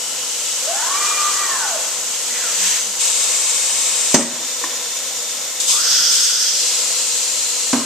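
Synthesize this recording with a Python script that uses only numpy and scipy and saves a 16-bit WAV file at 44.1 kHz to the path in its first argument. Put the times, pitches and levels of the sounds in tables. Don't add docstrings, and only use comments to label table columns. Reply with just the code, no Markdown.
import sys
import numpy as np
from scipy import signal
from scipy.fft import rfft, irfft, next_fast_len
from scipy.io import wavfile
from scipy.ndimage import uniform_filter1d, minimum_filter1d, map_coordinates

SR = 44100
rng = np.random.default_rng(int(sys.argv[2]) if len(sys.argv) > 2 else 0)


def inscribe(sig):
    pcm = np.round(np.clip(np.atleast_2d(sig).T, -1, 1) * 32767)
    wavfile.write(sys.argv[1], SR, pcm.astype(np.int16))


N = 346185

# centre_hz, width_hz, lift_db
BEAM = [(655, 90, 8), (1490, 91, 14), (2350, 60, 9.5)]


def amp(db):
    return 10 ** (np.asarray(db) / 20)


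def unit(x):
    return x / np.sqrt(np.mean(x ** 2) + 1e-20)


def along(points, hz):
    freqs, values = np.transpose(points)
    return np.interp(np.log(hz + 1), np.log(freqs + 1), values)


def resonance(peaks, hz):
    return sum(db / (1 + (2 * (hz - centre) / width) ** 2) for centre, width, db in peaks)


def ramp(x, start, length):
    return .5 - .5 * np.cos(np.pi * np.clip((x - start) / length, 0, 1))


def swell(middle_s, half_length_s):
    return np.exp(-((np.arange(N) / SR - middle_s) / half_length_s) ** 2)


def envelope(strokes):
    t, power = np.arange(N) / SR, np.zeros(N)
    for start, attack, hold, t60, db, sag in strokes:
        age = np.maximum(t - start - attack, 0)
        level_db = db - sag * np.minimum(age, hold) - 60 * np.maximum(age - hold, 0) / t60
        power += (ramp(t, start, attack) * amp(level_db)) ** 2
    return np.sqrt(power)


def wobble(rate):
    knots = rng.standard_normal(int(N * rate / SR) + 4)
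    return unit(map_coordinates(knots, [np.arange(N) * rate / SR]))


def phase(hz):
    return 2 * np.pi * np.cumsum(hz) / SR + rng.uniform(0, 2 * np.pi)


def narrow(hz, width_hz):
    angle = phase(hz)
    return unit(wobble(width_hz) * np.cos(angle) + wobble(width_hz) * np.sin(angle))


def filtered(x, response):
    size = next_fast_len(N + SR // 2)
    return irfft(rfft(x, size) * response(np.fft.rfftfreq(size, 1 / SR)), size)[..., :N]


def spread(pair):
    # freq_hz, correlation
    stereo_image = [(30, .5), (120, 0.87), (500, 0.99), (1300, 0.91), (2500, 0.89), (4000, 0.31),
                    (5500, 0.45), (8000, 0.092), (14000, -0.54)]
    likeness = lambda hz: np.clip(along(stereo_image, hz), -.6, .995)
    side = filtered(pair[1], lambda hz: np.sqrt((1 - likeness(hz)) / (1 + likeness(hz))))
    return np.array([pair[0] + side, pair[0] - side])


def rush(colour, cavity=()):
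    response = lambda hz: amp(along(colour, hz) + resonance(cavity, hz))
    return spread(unit(filtered(rng.standard_normal((2, N)), response)))


def hall(x):
    # freq_hz, t60_s
    decay = [(100, 0.57), (300, 0.48), (1500, 1), (5000, 0.63), (12000, 0.06)]
    hz, t, noise = signal.stft(rng.standard_normal((2, SR)), SR, nperseg=256)
    fade = amp(-60 * t / np.maximum(along(decay, hz), .02)[:, None])
    tail = signal.istft(noise * fade, SR, nperseg=256)[1]
    tail = np.pad(tail / np.linalg.norm(tail[0]), ((0, 0), (300, 0)))
    return spread(signal.fftconvolve(x[None], tail, axes=1)[:, :N])


def panels(pair, count=8, strength=.17, reach_s=.012):
    def echoes(x):
        delays = rng.uniform(reach_s / 10, reach_s, count)
        return sum(rng.choice([-1, 1]) * np.roll(x, round(delay * SR)) for delay in delays)
    return np.array([x + strength * echoes(x) for x in pair]) / np.sqrt(1 + count * strength ** 2)


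def jet(flow, colour, cavity, flutter_db):
    flutter = amp(flutter_db * np.tanh(wobble(20) + wobble(50)))
    return envelope(flow) * flutter * panels(rush(colour, cavity))


def ring(modes, t, rattle):
    wander = lambda hz: rattle * map_coordinates(rng.standard_normal(size=200), [t * np.sqrt(hz)])
    return sum(amp(db + rng.normal(0, 1) - 60 * t / t60) * np.sin(2 * np.pi * hz * t + wander(hz))
               for hz, db, t60 in modes)


def workshop():
    # pitch_hz, level_db
    pump = [(119.7, -65.5), (241, -59.5), (483, -49)]
    # freq_hz, density_db
    fan_colour = [(15, -68), (25, -65), (91, -25), (114, -17), (145, -18.5), (232, -10.5), (378, -9.5),
                  (448, -8.5), (473, -1), (676, -4), (1040, -7.5), (1210, -10), (1300, -5), (1600, -8),
                  (2200, -5.5), (2860, -23), (4840, -120)]
    # centre_hz, width_hz, lift_db
    fan_peaks = [(501, 65, 3.2), (1050, 84, 7.2), (1330, 120, 2.7)]
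    hum = sum(amp(db + 0.55 * wobble(3.93)) * np.sqrt(2) * np.sin(phase(hz + 0.77 * wobble(5)))
              for hz, db in pump)
    return hum + amp(-37 + .6 * wobble(5.3)) * rush(fan_colour, fan_peaks)


def leak():
    # freq_hz, density_db
    colour = [(880, -54), (1500, -29), (1840, -25), (2920, -6.5), (3530, -8.5), (4380, -10.5), (6950, -3.5),
              (9480, -8), (14200, -20.5)]
    return amp(-33) * rush(colour)


def air_seal():
    # start_s, attack_s, hold_s, release_t60_s, level_db, sag_db_per_s
    parked_flow = [(-.02, .02, 1.05, .6, -27, 8.5)]
    moving_flow = [(-0.386, 0.916, 2.48, .9, -24.5, 0)]
    seated_flow = [(4.15, 0.11, 1.4, 0.52, -24.5, 1.4)]
    # freq_hz, density_db
    free_colour = [(530, -39), (900, -14.5), (1200, -26), (1260, -17.5), (1620, -21), (1860, -18),
                   (2160, -17.5), (2950, -6.5), (3510, -10.5), (4910, -8.5), (6630, -5), (7700, -2.5),
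                   (10300, -22.5), (14200, -25)]
    seated_colour = [(1060, -42), (1800, -15), (2920, -7.5), (3560, -5.5), (4700, -6.5), (5780, -1),
                     (6360, -6.5), (6990, 1.5), (7750, -3), (8750, -6), (9460, -35), (11200, -16.5),
                     (14200, -20)]
    # centre_hz, width_hz, lift_db
    parked_cavity = [(1320, 100, 4.9), (3020, 310, 6), (4040, 350, 4.1), (5500, 400, 7.5), (7230, 120, 6.3)]
    moving_cavity = [(2970, 210, -2.5), (6200, 190, 5.5), (6850, 330, 2.5)]
    seated_cavity = [(2380, 1200, 1.5), (3570, 150, 7), (4160, 200, 2.5), (5100, 300, 3), (6040, 190, 7),
                     (6630, 150, 7.5), (7130, 200, 4), (9000, 500, -1), (10900, 600, -8)]
    # middle_s, half_length_s, lift_db
    swells = [(1.2, 0.5, 4), (2.412, 0.2, 2.5), (2.688, 0.12, 7)]
    swell_db = sum(db * swell(middle, half_length) for middle, half_length, db in swells)
    parked = jet(parked_flow, free_colour, parked_cavity, flutter_db=-0.5)
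    moving = amp(swell_db) * jet(moving_flow, free_colour, moving_cavity, flutter_db=0.68)
    return parked + moving + jet(seated_flow, seated_colour, seated_cavity, flutter_db=0.8)


def gantry():
    # shaft_multiple (rounded below), driving_db, braking_db, flicker_db
    gears = [(34, -25, -18, 2.5), (38, -10, -8, 3.5), (39, -15, -7, 2.5), (40, 1.5, -5, 2),
             (41, -9, -16, 4.5), (64.96, -12.5, -6.5, 3.5), (79.8, -13.5, -21, 3.5), (80.9, -18, -28, 2)]
    # freq_hz, density_db
    bearings = [(150, -37), (300, -12.5), (480, -9), (750, -5.5), (1250, 1.5), (1800, -5), (2600, -15),
                (5000, -40)]
    start_s, speed_up_s, cruise_s, brake_s = .28, .78, .31, .8
    mesh_top_hz, teeth, servo_hunting = 1199, 40, 0.0031
    t = np.arange(N) / SR
    speed = ramp(t, start_s, speed_up_s) - ramp(t, start_s + speed_up_s + cruise_s, brake_s)
    mesh_hz = mesh_top_hz * speed * (1 + servo_hunting * wobble(24.94))
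    speed_db = -26.5 + 6.5 * np.log2(np.maximum(speed, 1e-3))
    braking = np.interp(t, [1.25, 1.5], [0, 1])
    whine = np.zeros(N)
    for multiple, driving_db, braking_db, flicker_db in gears:
        hz = mesh_hz * round(multiple) / teeth
        load_db = driving_db + braking * (braking_db - driving_db)
        level_db = speed_db + load_db + resonance(BEAM, hz) + flicker_db * wobble(34.94)
        whine += amp(level_db) * np.sin(phase(hz))
    rolling = amp(speed_db - 6) * rush(bearings).mean(0)
    drive = ramp(mesh_hz, 410, 170) * (whine + rolling)
    return amp(-0.5) * drive + amp(-8) * hall(drive)


def vertical_drive():
    # start_s, attack_s, hold_s, release_t60_s, level_db, sag_db_per_s
    whine_stroke = [(2.27, 0.066, .45, .25, -35.5, 27)]
    slide_stroke = [(2.25, 0.092, 0.434, 0.27, -39, -16)]
    # freq_hz, density_db
    bearings = [(500, -30), (1200, -12), (1700, 1), (2550, -1), (3500, -14), (6000, -35)]
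    # middle_s, half_length_s, pitch_hz, level_db
    drones = [(2.642, 0.06, 186, -44), (2.89, .035, 199, -47), (6.0, .025, 200, -48), (6.14, .04, 200, -50)]
    fall_start_s, glide_s, top_hz, end_hz = 2.365, .105, 2000, 990
    age = np.maximum(np.arange(N) / SR - fall_start_s, 0)
    whine_hz = end_hz + (top_hz - end_hz) * np.exp(-age / glide_s)
    tone = amp(-3 + 0.71 * resonance(BEAM, whine_hz)) * narrow(whine_hz, width_hz=45)
    whine = envelope(whine_stroke) * (tone + amp(-3) * narrow(whine_hz, width_hz=700))
    rolling = envelope(slide_stroke) * rush(bearings)
    drone = sum(amp(db) * swell(middle, half_length) * np.sqrt(2) * np.sin(phase(np.full(N, hz)))
                for middle, half_length, hz, db in drones)
    return amp(-0.5) * whine + rolling + drone + amp(-8.5) * hall(whine)


def rack_cylinder():
    # start_s, attack_s, hold_s, release_t60_s, level_db, sag_db_per_s
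    in_flow = [(2.98, 0.035, 1.215, 0.66, -18.5, 0.84)]
    out_flow = [(6.3, 0.38, 1.09, 1.8, -20, 1.3)]
    # freq_hz, density_db
    in_colour = [(410, -41), (700, -17), (1050, -14.5), (1590, -20), (1730, -16), (2370, -11), (3170, -10),
                 (3780, -7.5), (4400, -9.5), (7660, 0), (9250, -10.5), (9860, -20.5), (13500, -27.5),
                 (14200, -28)]
    out_colour = [(710, -45), (1200, -23), (1300, -21), (1420, -41), (1550, -22), (1830, -20.5),
                  (2660, -9.5), (3670, -10), (4150, -7), (5100, -7.5), (6680, -3), (7330, -0.5),
                  (11500, -25), (14200, -27)]
    # centre_hz, width_hz, lift_db
    in_cavity = [(2560, 420, 2), (8000, 330, 2), (10550, 400, 4.6)]
    out_cavity = [(4120, 170, 4.8), (7360, 290, 1.3)]
    sliding_in = jet(in_flow, in_colour, in_cavity, flutter_db=0.3)
    return sliding_in + jet(out_flow, out_colour, out_cavity, flutter_db=0.3)


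def valve_spurts():
    # start_s, attack_s, hold_s, release_t60_s, level_db, sag_db_per_s
    spurts = [(2.99, 0.032, .05, 1.6, -26, 0), (5.599, .003, .004, 0.093, -18.5, 0),
              (5.6, 0.023, 0.063, .3, -23, 0), (5.65, 0.052, .035, 0.83, -15.5, 0),
              (6.1, 0.022, 0.14, 1.2, -17.5, 0)]
    # freq_hz, density_db
    colour = [(1470, -33), (2500, -10.5), (2790, -13), (3520, -4.5), (4340, -7), (4700, -4), (5890, -7),
              (6480, 0), (8000, 0), (10700, -18), (14200, -21)]
    # centre_hz, width_hz, lift_db
    cavity = [(3530, 310, 3.6), (6350, 200, 6.6), (8650, 210, 2.6)]
    return jet(spurts, colour, cavity, flutter_db=.5)


def rack_clunks():
    # start_s, thud_db, frame_db, crack_db, steel_db, attack_s, thud_cutoff_hz
    blows = [(4.143, -5, -19.5, -5, -19, .0005, 2200), (4.186, -21, -22, -33, -36, .003, 420),
             (7.7298, -8, -23, -19, -43.5, 0.001, 1600)]
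    # pitch_hz, level_db, t60_s
    frame_modes = [(132, -12, .3), (182, -19, 0.28), (241, 1, .4), (261, 0, 0.26), (323, -1, .21),
                   (352.6, 0, .23), (561, -6, 0.23), (673, -10, 0.18), (930, -6, 0.13), (1133, -10, 0.19)]
    steel_modes = [(5930, -3, .15), (6500, 3, 0.39), (6780, -4, .2), (7600, 7, 0.22), (8120, -1, .5),
                   (8200, -1, .4)]
    # freq_hz, density_db
    thud_colour = [(30, -50), (80, -25), (130, -14), (245, -0.5), (345, 3.5), (430, -8), (580, -1),
                   (780, -5), (1000, -2), (1350, -8), (1750, -8), (2600, -9), (5000, -11.5), (14000, -45)]
    crack_colour = [(300, -84), (2000, -11.5), (4500, -3), (6200, 6.5), (7800, -13), (9500, -10),
                    (14000, -33)]
    thud_t60_s, crack_t60_s = 0.089, 0.072
    out, t = np.zeros((2, N + SR)), np.arange(SR) / SR
    thud_noise, crack_noise = rush(thud_colour), rush(crack_colour)
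    for start, thud_db, frame_db, crack_db, steel_db, attack, cutoff_hz in blows:
        at = rng.integers(N - SR)
        cushion = signal.butter(2, cutoff_hz, fs=SR)
        thud = amp(thud_db - 60 * t / thud_t60_s) * signal.lfilter(*cushion, thud_noise)[:, at:at + SR]
        crack = amp(crack_db - 60 * t / crack_t60_s) * crack_noise[:, at:at + SR]
        frame = amp(frame_db) * ring(frame_modes, t, rattle=0.68)
        jingle = amp(steel_db) * ring(steel_modes, t, rattle=1.6)
        out[:, round(start * SR):][:, :SR] += (thud + crack + frame + jingle) * (1 - np.exp(-t / attack))
    low_cut = signal.butter(3, 110, "highpass", fs=SR, output="sos")
    clunks = signal.sosfilt(low_cut, out[:, :N])
    return clunks + amp(-5.5) * hall(clunks.mean(0))


def holder_knocks():
    # start_s, level_db
    knocks = [(4.414, -33), (4.615, -31), (4.639, -19.5)]
    # pitch_hz, level_db, t60_s
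    modes = [(257, -17, 0.17), (338, -13, .18), (1020, 1, 0.045), (1097, 2.5, 0.04), (1450, -10, 0.044),
             (1820, 4, 0.03), (2210, -7, .035)]
    out, t = np.zeros(N + SR), np.arange(SR) / SR
    for start, db in knocks:
        out[round(start * SR):][:SR] += amp(db) * ring(modes, t, rattle=0.88) * (1 - np.exp(-t / 0.0008))
    return out[:N] + amp(-12) * hall(out[:N])


def taper_purge():
    # start_s, attack_s, hold_s, release_t60_s, level_db, sag_db_per_s
    flow = [(5.67, 0.022, .012, 0.46, -20, 0), (5.66, .3, 0.53, .8, -13.6, 5),
            (6.5, .08, .12, 1.9, -23.5, 4)]
    hollow_stroke = [(5.64, 0.14, 0.64, 0.73, -32, 5)]
    # freq_hz, density_db
    colour = [(1000, -41), (1700, -15), (2050, -16), (2220, -20), (2400, -18), (2720, -12.5), (3310, -8.5),
              (3990, -11), (5210, -1), (7170, -8.5), (8120, -10), (9110, -27), (10200, -21.5), (14200, -25)]
    # centre_hz, width_hz, lift_db
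    cone = [(3300, 400, 4), (4730, 200, 5), (4900, 150, 1), (5140, 190, 4), (5280, 110, 3.5),
            (5440, 150, -4.5), (5670, 170, 7.5), (6430, 240, 6.5), (8260, 300, 8)]
    gap_start_s, opening_s, shut_hz, open_hz = 5.69, .17, 1030, 1453
    hollow_hz = shut_hz + (open_hz - shut_hz) * ramp(np.arange(N) / SR, gap_start_s, opening_s)
    core = amp(-0.5) * narrow(hollow_hz, width_hz=220)
    breath = amp(-4.5) * narrow(hollow_hz, width_hz=700)
    return envelope(hollow_stroke) * (core + breath) + jet(flow, colour, cone, flutter_db=0.5)


def scene():
    return (workshop() + leak() + air_seal() + gantry() + vertical_drive() + rack_cylinder()
            + valve_spurts() + rack_clunks() + holder_knocks() + taper_purge())


def duck(x, threshold_db, hold_s, ease_s):
    power = np.abs(uniform_filter1d(np.mean(x ** 2, axis=0), size=300)) + 1e-12
    needed_db = np.minimum(0, threshold_db - 10 * np.log10(power))
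    half = int(hold_s * SR / 2)
    held_db = minimum_filter1d(needed_db, 2 * half + 1, origin=half)
    pole = np.exp(-1 / (ease_s * SR))
    return x * amp(signal.lfilter([1 - pole], [1, -pole], held_db))


def record(dry):
    # freq_hz, left_minus_right_db
    balance = [(60, -4), (91, -4), (140, -2), (210, -2.5), (320, -1), (490, -1.5), (740, -1.5),
               (1120, -1.5), (1700, -0.5), (2580, -0.5), (3920, -0.5), (5960, -3.5), (9050, 13),
               (13800, 14.0)]
    ports = lambda hz: np.sqrt(2 / (1 + amp(np.outer([-2, 2], along(balance, hz)))))
    ducked = duck(filtered(dry, ports), threshold_db=-12.8, hold_s=0.11, ease_s=0.076)
    return filtered(np.clip(ducked, -1, 1), lambda hz: hz < 14330)


dry = scene()
out = record(dry)
inscribe(out)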